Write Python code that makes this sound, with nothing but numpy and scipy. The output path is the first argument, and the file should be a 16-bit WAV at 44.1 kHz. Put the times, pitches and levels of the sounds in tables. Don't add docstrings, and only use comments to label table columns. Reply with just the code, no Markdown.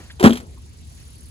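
import sys
import numpy as np
from scipy import signal
from scipy.fft import rfft, irfft
from scipy.io import wavfile

SR = 44100
rng = np.random.default_rng(int(sys.argv[2]) if len(sys.argv) > 2 else 0)


def attenuation_scalar(level_db):
    decades = np.asarray(level_db, float) / 20
    return 10 ** decades


def store_pcm(level_fs):
    pcm = np.round(np.clip(level_fs, -1, 1) * 32767).astype(np.int16)
    wavfile.write(sys.argv[1], SR, np.atleast_2d(pcm).T)


N = 57330

# frequency in Hz, density in dB per Hz.
RUMBLE_SPECTRUM = [(15, -56), (25, -27.5), (40, -9), (69, 4), (205, -18), (253, -13), (316, -25.5),
                   (442, -26), (700, -49), (910, -59), (1540, -120)]
# frequency in Hz, density in dB per Hz.
LEAF_SPECTRUM = [(350, -18.5), (600, -4), (1500, -8), (4500, -4), (7000, -7), (9000, -7.5), (12000, -20.5),
                 (16000, -21.5)]
# time in seconds, level in dB.
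BREEZE = [(0, 9), (.15, 2.5), (.5, 4), (.7, 3.5), (1., 7), (1.3, 5)]
# frequency in Hz, likeness [0 to 1].
LIKENESS = [(40, .9), (200, 0.801), (800, 0.28), (3000, 0.23), (7000, 0.27), (10000, 1)]
# frequency in Hz, width in Hz, level in dB.
CHORUS = [(4530, 400, -85), (7020, 2300, -69), (973, 250, -76)]
# time in seconds, strokes so far [count].
STROKES = [(-.0038, -1), (.5043, 12), (.7292, 18), (.8435, 21), (1.3067, 39)]
# time in seconds, level in dB.
CRICKET_LEVEL = [(0, -62.5), (.45, -61.5), (.8, -62.5), (.9, -58.5), (1.15, -55.5), (1.3, -53.5)]
# frequency in Hz, width in Hz, level in dB.
WING_MODES = [(8750, 1200, -2), (12980, 2000, -1.5), (9490, 900, 15.5), (10300, 1000, 12),
              (10930, 810, 1.5)]
# start in seconds, length in seconds, level in dB, ringing in Hz, width in Hz.
SCUFFS = [
    (0.098, 0.019, -43, 1740, 630),
    (0.102, 0.027, -46.5, 3200, 2500),
    (.112, 0.032, -58, 10300, 2500),
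    (0.562, 0.035, -53, 1034, 159),
    (0.969, 0.095, -59.5, 1950, 2500),
    (.0, 0.019, -40, 240, 250),
]
# time in seconds, push on the panel in dB, crack in dB, latch tick in dB.
CONTACTS = [(0.1975, -32, -30.5, -27), (0.2063, -24, -36.5, -40), (0.228, -14, -25, -32.5),
            (0.2395, -2.5, -16.5, -17), (.2500, 2.5, -42, -8.5), (0.26, -18.5, -20.5, -4.5),
            (0.277, -25, -31.5, -26.5), (0.295, -14, -33, -34), (0.307, -17, -34.5, -13),
            (0.3252, -25.5, -46, -15.5), (.3310, -24, -29.5, -17.5), (0.3561, -48, -34.5, -20),
            (0.372, -46, -33, -27), (0.402, -36.5, -42, -41)]
# frequency in Hz, level in dB, T60 in seconds.
PANEL_MODES = [(305, -22, 0.033), (348.3, -8.5, 0.1128), (421, -12.5, 0.11), (515.6, -4, 0.033),
               (579.6, -12.5, 0.036), (647.4, -16.5, 0.18), (844, -26.5, 0.076), (921, -30, 0.043),
               (1115.6, -17, 0.15), (1323, -11, 0.034), (1570, -15, 0.032)]
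# frequency in Hz, level in dB, T60 in seconds.
LATCH_MODES = [(3240, -8.5, .02), (3510, -16.5, 0.0113), (2500, -22, 0.014), (4644, -22.5, 0.0044)]
# frequency in Hz, density in dB per Hz.
CRACK_SPECTRUM = [(290, -43.5), (500, -2.5), (2730, -6.5), (3340, -8.5), (4280, -10), (9490, -14.5),
                  (13400, -20), (16000, -33.5)]
# time in seconds, level in dB.
CRUNCH_LEVEL = [
    (0.19, -53),
    (0.196, -42),
    (0.212, -19.5),
    (0.222, -35),
    (0.244, -8.5),
    (0.278, -8),
    (0.294, -43),
    (0.38, -46.5),
    (0.45, -55.5),
]
# frequency in Hz, density in dB per Hz.
CRUNCH_SPECTRUM = [(200, -24.5), (500, -7.5), (1000, -4), (1700, -10), (2500, -22), (3350, -19.5),
                   (6000, -34), (16000, -44.5)]
# start in seconds, frequency in Hz (minus pulls inward), level in dB,
# pressed time in seconds, T60 after it in seconds.
HEAVES = [
    (.2070, 367, -17, 0.0082, 0.1),
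    (0.23, 261, -32, 0.0017, .04),
    (0.2408, -208, 3.5, 0.01, 0.0069),
    (0.2605, -228, 2, .013, 0.052),
    (0.295, 239, -11.5, 0.027, 0.032),
    (0.309, 244, -14.5, 0.0047, 0.19),
    (0.241, 111.5, -15.5, 0.015, 0.093),
]

RUMBLE_DB, LEAVES_DB = -41.5, -60
AIR_LAG_S, AIR_PAN_DB = -0.00046, -0.3
STROKE_S, TEETH_HZ, TOOTH_DEPTH = 0.015, 390, 0.6
SWISH_DB, SWISH_T60_S, SWISH_BAND_HZ = -48.5, 0.62, [250, 2500]
PUSH_S, PANEL_SCATTER_DB, PANEL_OFFSET_SAMPLES = 0.00028, 6.5, 4
CRACK_T60_S, CRACK_ALIKE = 0.08, 0.63
CRUNCH_DB, GRAINS_PER_S, GRAIN_SPREAD_DB = -3, 7000, 2.5
TRIM_LAG_S, DOOR_LAG_S, DOOR_PAN_DB, HEAVE_PAN_DB = -0.00028, -0.00027, -0.5, 5
ECHO_DB, ECHO_T60_S = -18, 0.15
RISE_S, SHARP_START, SETTLE_S = 0.0023, 0.35, 0.0022
CABIN_S, CABIN_DB, CABIN_T60_S, CABIN_BAND_HZ = 0.27, -31.5, 0.66, [129, 424]
PORT_SPLIT_HZ, PORT_LAG_S = 7700, 0.000227
MIC_LOW_HZ, TOP_HZ, CLIP_KNEE = 40, 16300, 8.0


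def rms_one(x):
    return x / np.sqrt(np.mean(x ** 2) + 1e-20)


def in_time(rows):
    return np.interp(np.arange(N) / SR, *np.transpose(rows))


def at_hz(points, hz):
    f, v = np.transpose(points)
    return np.interp(np.log(hz), np.log(np.maximum(f, 1)), v)


def drift(rate_hz):
    r = np.exp(-80 * np.pi * rate_hz / SR)
    slow = signal.lfilter([1], [1, -2 * r, r * r], rng.standard_normal(N // 40 + 2002))[2000:]
    return np.interp(np.arange(N) / 40, np.arange(len(slow)), rms_one(slow - slow.mean()))


def clicks(s, db):
    out = np.zeros(N) + 1e-18
    out[(np.asarray(s) * SR).astype(int)] = attenuation_scalar(db)
    return out


def ring(x, hz, t60_s):
    r, w = attenuation_scalar(-60 / (t60_s * SR)), 2 * np.pi * hz / SR
    return signal.lfilter([0, np.sin(w)], [1, -2 * r * np.cos(w), r * r], x)


def peak(x, hz, width_hz):
    r = np.exp(-np.pi * width_hz / SR)
    poles = [1, -2 * r * np.cos(2 * np.pi * hz / SR), r * r]
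    return signal.lfilter([(1 - r * r) / 2, 0, (r * r - 1) / 2], poles, x)


def double_peak(x, hz, width_hz):
    return peak(peak(x, hz, width_hz), hz, width_hz)


def bandpass(x, order, band_hz):
    return signal.sosfilt(signal.butter(order, band_hz, "band", fs=SR, output="sos"), x)


def third_octaves():
    edges = 25 * 2 ** np.arange(0, 9.5, 1 / 3)
    return [([a, b], np.sqrt(a * b)) for a, b in zip(edges, edges[1:])]


def colour(x, spectrum):
    out = 0
    for k, (band_hz, centre_hz) in enumerate(third_octaves()):
        out = out + attenuation_scalar(at_hz(spectrum, centre_hz)) * (-1) ** k * bandpass(x, 2, band_hz)
    return out


def place(x, lag_s, pan_db):
    pair = x + np.zeros((2, 1))
    hz = np.fft.rfftfreq(N + 512, 1 / SR)
    high = 1 / (1 + (PORT_SPLIT_HZ / (hz + 1)) ** 40)
    direct = (1 - high) * np.exp(-2j * np.pi * hz * lag_s)
    turn = direct - high * np.exp(-2j * np.pi * hz * PORT_LAG_S)
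    left = irfft(rfft(pair[0], N + 512) * turn / np.abs(turn), N + 512)[:N]
    return np.array([left * attenuation_scalar(pan_db / 2), pair[1] * attenuation_scalar(-pan_db / 2)])


def far_noise(spectrum, patchy_db, fast_hz):
    out, together = 0, drift(2)
    white = rng.standard_normal((2, 2, N + 8000))
    for k, (band_hz, centre_hz) in enumerate(third_octaves()):
        mid, side = bandpass(white[k % 2], 2, band_hz)[:, -N:]
        alike = np.clip(at_hz(LIKENESS, centre_hz), 0, 1)
        flicker_db = patchy_db * (0.16 * together + drift(fast_hz))
        gain = attenuation_scalar(at_hz(spectrum, centre_hz) + flicker_db)
        out = out + gain * (np.sqrt(1 + alike) * mid + np.sqrt(1 - alike) * side * [[1], [-1]])
    return rms_one(out)


def traffic():
    return attenuation_scalar(RUMBLE_DB) * far_noise(RUMBLE_SPECTRUM, patchy_db=1.5, fast_hz=7.4)


def leaves():
    return attenuation_scalar(LEAVES_DB + in_time(BREEZE)) * far_noise(LEAF_SPECTRUM, patchy_db=2.12, fast_hz=25.0)


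def chorus():
    out = 0
    for hz, width_hz, db in CHORUS:
        tone = rms_one(double_peak(rng.standard_normal(N), hz, width_hz))
        out = out + attenuation_scalar(db + 2.2 * drift(10.75)) * tone
    return attenuation_scalar(in_time(BREEZE)) * out


def cricket():
    count = in_time(STROKES)
    since_s = count % 1 / np.gradient(count) / SR
    vary_db = rng.standard_normal(60)[count.astype(int) + 1]
    stroke = np.clip(since_s / 0.001, 0, 1) * np.exp(-(since_s / STROKE_S) ** 2) * attenuation_scalar(vary_db)
    teeth = 1 + TOOTH_DEPTH * np.cos(2 * np.pi * TEETH_HZ * since_s)
    scrape = rng.standard_normal(N) + 0.255 * rng.standard_normal((2, N))
    rasp = stroke * teeth * scrape
    wings = sum(attenuation_scalar(db) * double_peak(rasp, hz, width_hz) for hz, width_hz, db in WING_MODES)
    return attenuation_scalar(in_time(CRICKET_LEVEL)) * rms_one(wings)


def cloth():
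    t = np.arange(N) / SR
    swish = rms_one(bandpass(rng.standard_normal(N), 2, SWISH_BAND_HZ))
    out = attenuation_scalar(SWISH_DB - 60 * t / SWISH_T60_S) * swish
    for s, length_s, db, hz, width_hz in SCUFFS:
        shape = np.sin(np.pi * np.clip((t - s) / length_s, 0, 1) ** 0.6)
        out += attenuation_scalar(db) * shape * rms_one(double_peak(rng.standard_normal(N), hz, width_hz))
    return out


def crunch():
    size = attenuation_scalar(GRAIN_SPREAD_DB * np.minimum(rng.exponential(1, N), 4))
    grains = (rng.random(N) < GRAINS_PER_S / SR) * size * rng.choice([-1, 1], N)
    before, after = (CRUNCH_LEVEL[0][0] - 0.002, -100), (CRUNCH_LEVEL[-1][0] + 0.1, -90)
    level_db = in_time([before] + list(CRUNCH_LEVEL) + [after]) + CRUNCH_DB
    return attenuation_scalar(level_db) * rms_one(colour(grains, CRUNCH_SPECTRUM))


def panel(s, push_db):
    boom = np.zeros(N)
    for hz, db, t60_s in PANEL_MODES:
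        luck_db = PANEL_SCATTER_DB * rng.standard_normal(len(s))
        boom += ring(clicks(s, push_db + db + luck_db), hz, t60_s)
    r = np.exp(-1 / (PUSH_S * SR))
    boom = signal.lfilter([1 - r], [1, -r], boom)
    return np.array([np.roll(boom, PANEL_OFFSET_SAMPLES), boom])


def latch(s, tick_db):
    ticks = np.zeros(N)
    for hz, db, t60_s in LATCH_MODES:
        ticks += ring(clicks(s, tick_db + db + 2 * rng.standard_normal(len(s))), hz, t60_s)
    return np.convolve(ticks, np.hanning(9) / 3)[:N]


def crack(s, crack_db):
    dying = signal.lfilter([1], [1, -attenuation_scalar(-60 / (CRACK_T60_S * SR))], clicks(s, crack_db))
    noise = CRACK_ALIKE * rng.standard_normal(N) + (1 - CRACK_ALIKE) * rng.standard_normal((2, N))
    return dying * rms_one(colour(noise, CRACK_SPECTRUM))


def door():
    s, push_db, crack_db, tick_db = np.transpose(CONTACTS)
    return panel(s, push_db) + latch(s, tick_db) + crack(s, crack_db) + crunch()


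def yard_echoes(x):
    out = np.zeros((2, N))
    for side, lags_s in enumerate(rng.uniform(0.002, 0.09, (2, 14))):
        echo = clicks(lags_s, -60 * lags_s / ECHO_T60_S)[:SR // 10] * rng.choice([-1, 1], SR // 10)
        out[side] = signal.fftconvolve(x, echo)[:N]
    return attenuation_scalar(ECHO_DB) * bandpass(out, 1, [400, 6000])


def heaves():
    out = np.zeros(N)
    for s, hz, db, pressed_s, t60_s in HEAVES:
        since_s = np.maximum(np.arange(N) / SR - s, 0)
        turns = hz * (since_s + SHARP_START * SETTLE_S * (1 - np.exp(-since_s / SETTLE_S)))
        level = attenuation_scalar(db - 60 * np.maximum(since_s - pressed_s, 0) / t60_s)
        out += np.minimum(since_s / RISE_S, 1) * level * np.sin(2 * np.pi * turns)
    return out


def cabin():
    since_s = np.arange(N) / SR - CABIN_S
    noise = rms_one(bandpass(rng.standard_normal(N), 2, CABIN_BAND_HZ))
    return (since_s > 0) * attenuation_scalar(CABIN_DB - 60 * since_s / CABIN_T60_S) * noise


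def scene():
    far = place(traffic() + leaves() + chorus(), AIR_LAG_S, AIR_PAN_DB)
    far = far + place(cricket(), 0, -0.97)
    near = place(cloth(), -0.00011, -0.12)
    slam = door()
    near = near + place(slam, TRIM_LAG_S, DOOR_PAN_DB) + yard_echoes(slam[0])
    near = near + place(heaves() + cabin(), DOOR_LAG_S, HEAVE_PAN_DB)
    return far + near


def top_cut(x):
    return signal.sosfilt(signal.butter(12, 16790, fs=SR, output="sos"), x)


def record(dry):
    x = signal.sosfilt(signal.butter(4, MIC_LOW_HZ, "high", fs=SR, output="sos"), dry)
    x = signal.sosfilt(signal.cheby2(8, 30, TOP_HZ, fs=SR, output="sos"), x)
    mix = x / (1 + np.abs(x) ** CLIP_KNEE) ** (1 / CLIP_KNEE)
    return top_cut(mix)


dry = scene()
out = record(dry)
store_pcm(out)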